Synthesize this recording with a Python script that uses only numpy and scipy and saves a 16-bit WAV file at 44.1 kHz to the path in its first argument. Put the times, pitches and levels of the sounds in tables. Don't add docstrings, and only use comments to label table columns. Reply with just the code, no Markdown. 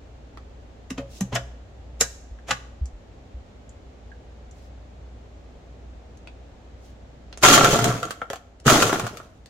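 import sys
import numpy as np
from scipy import signal
from scipy.fft import rfft, irfft, next_fast_len
from scipy.io import wavfile
from scipy.ndimage import uniform_filter1d, map_coordinates

SR = 44100
rng = np.random.default_rng(int(sys.argv[2]) if len(sys.argv) > 2 else 0)


def digitize_waveform(pressure):
    field = np.atleast_2d(pressure).T
    bounded = np.clip(field, -1, 1)
    quanta = np.round(bounded * 32767).astype(np.int16)
    wavfile.write(sys.argv[1], SR, quanta)


N = 418509
MAINS_HZ = 59.6

# full power reached in seconds, power off in seconds, first clatter in relative dB,
# clatter fade in dB per second, first boom in dB above the clatter, motor hum in relative dB,
# jolt of the base in relative dB.
PULSES = [(7.437, 7.944, -8, 37, -8, -18, -16.5), (8.666, 9.079, -12, 58, -1.5, -25.5, 2.5)]


def amp(db):
    return 10 ** (np.asarray(db) / 20)


def unit(x):
    return x / np.sqrt(np.mean(x ** 2) + 1e-20)


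def along(points, hz):
    point_hz, values = np.transpose(points)
    return np.interp(np.log(hz + 1), np.log(point_hz + 1), values)


def wobble(rate):
    points = rng.standard_normal(int(N * rate / SR) + 4)
    return map_coordinates(points, [np.arange(N) * rate / SR])


def ringing(gain, lo_hz, hi_hz):
    hz = np.fft.rfftfreq(2 ** 14, 1 / SR)
    edges = 1 / np.sqrt((1 + (lo_hz / (hz + 1)) ** 6) * (1 + (hz / hi_hz) ** 6))
    cepstrum = irfft(np.log(gain(hz) * edges + 1e-6))
    cepstrum[1:len(hz) - 1] *= 2
    cepstrum[len(hz):] = 0
    pulse = irfft(np.exp(rfft(cepstrum)))[:len(hz) // 2]
    return pulse / np.linalg.norm(pulse)


def through(x, gain, lo_hz=20, hi_hz=20000):
    response = np.atleast_2d(ringing(gain, lo_hz, hi_hz))
    return signal.fftconvolve(x, response, axes=1)[:, :N]


def struck(boom, clatter, crackle, colour, hard_hz):
    low = through(boom, colour, 30, 870)
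    middle = through(clatter, colour, 720, hard_hz)
    return low + middle + through(crackle, colour, hard_hz, 24000)


def contact(build, dying, apart):
    t = np.arange(SR // 5) / SR - 1 / 20
    grit_db = 3 * np.repeat(rng.standard_normal(len(t) // 60), 60)
    shared, other = rng.standard_normal((2, len(t))) * amp(grit_db)
    rise = np.exp(t / np.clip(build, 1e-4, .02))
    fall = amp(-60 * t / np.clip(dying, .002, .2))
    return (shared + apart * np.outer([1, -1], other)) * np.where(t < 0, rise, fall)


def blows(rows):
    tracks = np.zeros((3, 2, N + SR))
    for s, db, boom_db, crackle_db, build, dying in rows:
        start = round(s * SR) - SR // 20
        for track, level_db, apart in zip(tracks, (boom_db, 0, crackle_db), (.15, .45, .9)):
            burst = amp(db + level_db) * contact(build, dying, apart)
            track[:, start:start + burst.shape[1]] += burst
    return tracks[..., :N]


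def hail(rate, spread_db, apart, clumps_db):
    hits = rng.random(N) < rate / SR
    sizes = hits * amp(spread_db * rng.exponential(size=N) + clumps_db * wobble(35))
    shared, other = sizes * rng.standard_normal((2, N))
    return unit(shared + apart * np.outer([1, -1], other))


def add_note(out, s, db, hz, t60, rise):
    start = round(s * SR)
    t = np.arange(min(int(t60 * SR) + SR // 50, N - start)) / SR
    drift = uniform_filter1d(rng.standard_normal(len(t)), size=int(SR / hz))
    turn = 2 * np.pi * hz * t + 0.22 * np.sqrt(hz / SR) * np.cumsum(drift)
    out[..., start:start + len(t)] += amp(db - 60 * t / t60) * (1 - np.exp(-t / rise)) * np.sin(turn)


def blender():
    # start in seconds, wall blow in relative dB,
    # crackle in dB above the blow, pitch of the piece in Hz.
    ice = [(7.436, -14.5, -9.5, 362), (7.45, -7, -5.5, 1370), (7.486, -6, 0, 1430), (7.521, -8, -22, 630),
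           (7.577, 0, -9.5, 1350), (7.609, -8, -21, 766), (7.645, -3, -10, 1360), (7.681, -22, -1, 1330),
           (7.736, -27, 5, 476), (7.759, -17, -30.5, 243), (7.79, -10.5, -9, 1330),
           (7.843, -13.5, -2.5, 700), (7.858, -27, -1, 1350), (7.925, -21.5, -8.5, 1105),
           (7.958, -30, -20, 648), (8.03, -20, -4, 1190), (8.053, -31, 2, 1410), (8.108, -21, -4, 1320),
           (8.217, -20.5, -26.5, 1105), (8.302, -20.5, -12.5, 550), (8.333, -22.5, -12, 1077),
           (8.358, -37, -2.5, 750), (8.68, -7.5, -9, 1410), (8.7, -6, -4, 684), (8.725, -23, -12, 1270),
           (8.743, -10.5, -27.5, 310), (8.758, -7, -37.5, 1300), (8.825, -6.5, -6, 1300),
           (8.895, -14.5, -10.5, 508), (8.928, -15.5, -11.5, 386), (8.958, -19.5, -29, 752),
           (8.997, -14, -4.5, 1120), (9.067, -19, -11, 1420), (9.172, -33.5, 0, 1310),
           (9.201, -30, -23.5, 1460)]
    full_s, off_drop_db = 0.064, 7.5
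    first_crackle_db, crackle_fades_db_per_s = 1, 11
    hum_fades_db_per_s, hum_drop_db = 5, 10
    boom_settles_db, boom_settles_s = 4.5, 0.24
    ice_boom_db, ice_dying_s = -8, 0.025
    ice_note_db, ice_note_cycles = 4.5, 28

    tracks = blows([(s, db, ice_boom_db, crackle_db, .0008, ice_dying_s) for s, db, crackle_db, hz in ice])
    boom_hail = hail(250, 1.6, 0.26, clumps_db=2)
    clatter_hail = hail(500, 1.8, .3, clumps_db=2)
    crackle_hail = hail(2800, 1.8, 0.97, clumps_db=2)
    hails = boom_hail, clatter_hail, crackle_hail
    thuds = chunks(120, 329.2, 0.44, cycles=11)
    lumps = chunks(250, 1262.0, 0.4276, cycles=22)
    splinters = chunks(400, 4220, .45, cycles=33)
    knocks = -through(chunks(110, 600, .4, cycles=3.7), np.ones_like, lo_hz=150)
    hum = np.sin(2 * np.pi * np.cumsum(2 * MAINS_HZ + 7 * wobble(12)) / SR)

    loose, slush = np.zeros((2, N)), np.zeros(N)
    for on, off, first_db, fades_db, cubes_db, hum_db, jolt_db in PULSES:
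        run = np.clip(np.arange(N) / SR - on, 0, off - on)
        db = first_db - fades_db * np.clip(run - full_s, 0, None) + power_db(on, off, off_drop_db)
        db += 1.2 * wobble(28)
        slush = np.where(run > 0, 0.74 * slush + run / (off - on), slush)
        boom_db = boom_settles_db + (cubes_db - boom_settles_db) * np.exp(-run / boom_settles_s)
        crackle_db = first_crackle_db - crackle_fades_db_per_s * run
        tracks += amp(db - 5.0 + np.array([boom_db, 0 * db, crackle_db]))[:, None] * hails
        loose += amp(db - 16.0) * lumps
        loose += amp(db + boom_db - 11) * thuds
        loose += amp(db + crackle_db - 16.5) * splinters
        loose += amp(db - 17) * knocks
        hum_level_db = hum_db - hum_fades_db_per_s * run + power_db(on, off, hum_drop_db) + 5.7 * wobble(22)
        loose += amp(hum_level_db) * hum * (1 - np.exp(-run / 0.028))
        for hz in (140, 245):
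            add_note(loose, on - .006, jolt_db, hz, t60=13 / hz, rise=0.011)

    for s, db, _, hz in ice:
        for ratio in (1, *np.exp(rng.normal(0, 0.3135, size=3))):
            note_db = db + ice_note_db - 9.2 * (ratio != 1) + rng.normal(0, 2.9)
            add_note(loose, s, note_db, hz * ratio, t60=ice_note_cycles / (hz * ratio), rise=0.004)

    sway = np.clip(.6 * slush ** 2 + .35 * wobble(16), 0, 1)
    loaded = struck(*tracks * np.sqrt(sway), lambda hz: jar(hz * 1.03, damping=3), 2800)
    bare = struck(*tracks * np.sqrt(1 - sway), jar, 2700)
    return loaded + bare + loose


def power_db(on, off, drop_db):
    spin_up_s, spin_down_s, coast_db_per_s = 0.031, 0.052, 91.5
    t = np.arange(N) / SR
    rise = 60 * np.clip((t - on) / spin_up_s, None, 0)
    drop = drop_db * np.clip((t - off) / spin_down_s, 0, 1)
    return rise - drop - coast_db_per_s * np.clip(t - off - spin_down_s, 0, None)


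def chunks(rate, hz, spread, cycles):
    first_s = PULSES[0][0]
    pitch_draw, level_draw, side_draw = rng.standard_normal((3, int(rate * (N / SR - first_s))))
    samples = np.arange(SR // 30)
    start = rng.integers(int(first_s * SR) - SR // 20, N, len(pitch_draw))[:, None] + samples
    pitch = hz * np.exp(spread * pitch_draw)
    turns = pitch[:, None] * samples / SR
    ring = amp(3.5 * level_draw[:, None] - 60 * turns / cycles)
    lead = .00008 * (side_draw * pitch)[:, None]
    sides = [ring * np.sin(2 * np.pi * (turns + way * lead)) for way in (1, -1)]
    return unit(np.array([np.bincount(start.ravel(), side.ravel(), N + SR)[:N] for side in sides]))


def jar(hz, damping=1):
    # centre in Hz, undamped width in Hz, undamped level in relative dB.
    wall_peaks = [(238, 17, -15), (432, 73, -3), (696, 37, -3.5), (1146, 39, -10), (1361, 41, -3),
                  (3210, 160, -23.5), (6630, 750, -25.5)]
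    # pitch in Hz, level in relative dB per Hz.
    wall_colour = [(45, -29.5), (113, 8), (580, -6.5), (900, -22), (1600, -8), (2400, -15), (4500, -22),
                   (9000, -41.5), (12000, -27.5), (16200, -55.5)]
    peaks = sum(amp(db) ** 2 / damping / (1 + (2 * (hz - centre) / width / damping) ** 2)
                for centre, width, db in wall_peaks)
    return np.sqrt(peaks + amp(along(wall_colour, hz) - 12.5) ** 2)


def hands():
    # start in seconds, blow in relative dB, crackle in dB above the blow,
    # build-up in seconds, dying in seconds, ring in relative dB, pitch the contact favours in Hz,
    # factor on the ring time (below or above 1).
    lid_contacts = [(0.906, -34.5, -4.5, 0.0022, 0.026, -19.5, 286, 0.91),
                    (0.981, -32.5, -17, 0.0022, 0.0381, -18, 289, 0.79),
                    (0.989, -51, -15.5, 0.0031, 0.032, -23.5, 560, 1.26),
                    (1.209, -34.5, 7, 0.0014, 0.023, -17, 188, 0.96),
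                    (1.329, -37, -19.5, 0.0041, 0.15, -19.5, 124, 0.54),
                    (1.355, -32, 3.5, 0.0043, 0.013, -15, 673, 1),
                    (1.363, -23, -19.5, 0.0094, 0.023, -21.5, 1510, .9),
                    (2.011, -21.5, 6.5, 0.0029, 0.045, -12, 460, .6),
                    (2.016, -40.5, -7, .002, .04, -21.5, 1650, 1.2),
                    (2.486, -35, -10, 0.0054, 0.13, -24, 600, 0.98),
                    (2.512, -16, -13.5, 0.0038, 0.036, -11, 1330, 0.83)]
    # middle in seconds, level in relative dB,
    # length of the swell in seconds (the fall takes half of it).
    rubs = [(1.167, -49, 0.054), (4.63, -65.5, 0.099), (6.88, -64.5, 0.07)]
    # pitch in Hz, level in relative dB per Hz.
    lid_colour = [(130, -6), (300, -4.5), (680, -7), (1200, -10), (2000, -9), (3000, -9), (4500, -18),
                  (7000, -10), (9000, -25), (12000, -24), (16200, -45.5)]
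    # pitch in Hz, level in relative dB per Hz.
    skin_colour = [(4500, -13.5), (6500, -13), (9000, -22), (16000, -28.5)]
    # mode in Hz, level in relative dB, 60 dB fall in seconds
    lid_modes = [(124, 2.5, 0.42), (189, 7, 0.12), (265, 3, 0.11), (458.4, -1, 0.077), (550.4, -7, 0.19),
                 (684.4, -1, 0.074), (836, -10.5, 0.058), (1204, 3, 0.034), (1475, 2, 0.031),
                 (1643, -2.5, 0.081), (1838, 2.5, 0.049), (2370, -6, .05), (3000, -9, 0.11)]
    boom_db_per_octave, boom_even_hz = 7.5, 258
    favours_db_per_octave, far_modes_octaves = 23.5, 0.98

    rows = [(s, db, boom_db_per_octave * np.log2(boom_even_hz / hz), crackle_db, build, dying)
            for s, db, crackle_db, build, dying, _, hz, _ in lid_contacts]
    lid = struck(*blows(rows), lambda hz: amp(along(lid_colour, hz)), 5000)
    for s, *_, ring_db, favoured_hz, ring_factor in lid_contacts:
        for hz, db, t60 in lid_modes:
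            octaves = min(abs(np.log2(hz / favoured_hz)), far_modes_octaves)
            mode_db = ring_db + db - favours_db_per_octave * octaves
            add_note(lid, s, mode_db, hz, t60 * ring_factor, rise=1.2 / hz)
    t = np.arange(N) / SR
    slide = sum(amp(db) * np.exp(-((t - s) / length * np.where(t > s, 2, 1)) ** 2) for s, db, length in rubs)
    rough = slide * hail(8000, 1.4, 0.94, clumps_db=1.6)
    return lid + through(rough, lambda hz: amp(along(skin_colour, hz)), lo_hz=3000)


def ticks():
    # start in seconds, peak in relative dB, resonance in Hz
    # (set 1 % lower below), width in octaves, broad snap in relative dB under the resonance.
    clicks = [(0.374, -29, 1270, .2, 3), (2.388, -40.5, 1700, 0.63, 37), (2.857, -35.5, 6900, 0.48, 23),
              (3.693, -42, 7100, 0.34, 31), (4.117, -37, 1650, 0.2, 34), (4.512, -41, 7000, 0.3, 35),
              (6.173, -43.5, 6370, 0.95, 25), (6.274, -29, 2480, 0.14, 14), (7.328, -26.5, 2840, .5, 1),
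              (7.375, -22.5, 6560, .4, 7.5), (8.601, -33.5, 6200, 1.9, 8), (9.46, -28.5, 5640, 4.7, 15)]
    out = np.zeros((2, N + SR))
    for s, db, centre_hz, octaves, under_db in clicks:
        def peak(hz, ratio):
            return 1 / (1 + (2 * np.log2((hz + 1) / (ratio * centre_hz)) / octaves) ** 2)

        def tick_colour(hz):
            snap = 2200 / (hz + 300) + 1.5 * peak(hz, 1.43)
            return peak(hz, 0.99) + amp(-under_db) * snap

        touch = contact(0.00068, 0.016, 0.74)
        touch[:, SR // 20] += 3.5
        tick = signal.fftconvolve(touch, ringing(tick_colour, 300, 6900)[None], axes=1)
        tick *= amp(db) / np.abs(tick).max()
        out[:, round(s * SR) - SR // 20:][:, :tick.shape[1]] += tick
    return out[:, :N]


def steps():
    # start in seconds, level in relative dB, pitch in Hz.
    footfalls = [(2.31, -19.5, 59.2), (2.813, -8, 63.6), (2.928, -24, 45.5), (3.342, -20, 60.6)]
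    floor = np.zeros(N)
    for s, db, hz in footfalls:
        add_note(floor, s, db, hz, t60=0.16, rise=0.014)
    return floor


def room(x):
    # pitch in Hz, 60 dB fall in seconds.
    near_t60 = [(100, 0.057), (700, 0.12), (2000, 0.088), (6000, 0.093), (13000, 0.061)]
    out, hop = np.zeros((2, N + 2 * SR)), SR // 4
    for start in range(0, N, hop):
        hz, t, z = signal.stft(rng.standard_normal((2, SR // 2)), SR, nperseg=256)
        z[1] = np.where(hz[:, None] < 700, z[0], z[1])
        fall_db = -60 * t / along(near_t60, hz)[:, None]
        far = amp(fall_db / 6.16 - 17.5)
        z *= (amp(fall_db) + far) * np.clip(hz / 900, .1, 1)[:, None]
        tail = signal.istft(z, SR, nperseg=256)[1]
        wet = signal.fftconvolve(x[:, start:start + hop], tail / np.linalg.norm(tail[0]), axes=1)
        out[:, start + 150:start + 150 + wet.shape[1]] += wet
    return out[:, :N]


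def kitchen():
    # time in seconds, level in relative dB.
    hum_levels = [(0, -48), (.5, -42), (2.6, -41.5), (3.2, -59), (3.9, -48), (4.5, -43.5), (9.49, -43.5)]
    # pitch in Hz, level in relative dB per Hz.
    air_colour = [(22, -17.5), (45, -1.5), (85, -1.5), (170, -13.5), (255, -9.5), (330, -15), (520, -13.5),
                  (820, -18), (960, -24), (4000, -35), (5000, -39), (7000, -39.5), (9500, -56),
                  (16200, -63)]
    # pitch in Hz, likeness from 0 to 1.
    likeness = [(60, 0.939), (180, 0.94), (550, 0.46), (900, 0.015)]
    air_db = -47
    t = np.arange(N) / SR
    hum_db = np.interp(t, *np.transpose(hum_levels)) + 2.7 * wobble(7.3)
    hum = amp(hum_db) * np.sin(2 * np.pi * MAINS_HZ * t + 0.2 * wobble(18))
    size = next_fast_len(N)
    hz = np.fft.rfftfreq(size, 1 / SR)
    turn = np.arccos(np.clip(along(likeness, hz), 0, 1)) / 2
    noise = rfft(rng.standard_normal((2, size))) * amp(along(air_colour, hz))
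    mid, side = irfft(noise * [np.cos(turn), np.sin(turn)], size)[:, :N]
    return hum + amp(air_db) * unit(np.array([mid + side, mid - side]))


def scene():
    near = blender() + hands() + ticks()
    return near + amp(-4.0) * room(near) + steps() + kitchen()


def record(dry):
    memory_s, threshold_db, top_hz = .35, -32.0, 15850
    keep = np.exp(-1 / (memory_s * SR))
    recent_power = signal.lfilter([1 - keep], [1, -keep], np.mean(dry ** 2, 0))
    recent_db = 10 * np.log10(recent_power + 1e-12)
    x = dry * amp(-.3 * np.clip(recent_db - threshold_db, 0, None))
    x = x / (1 + np.abs(x / .9) ** 6) ** (1 / 6)
    return signal.sosfiltfilt(signal.ellip(10, .1, 90, top_hz, fs=SR, output="sos"), x)


dry = scene()
out = record(dry)
digitize_waveform(out)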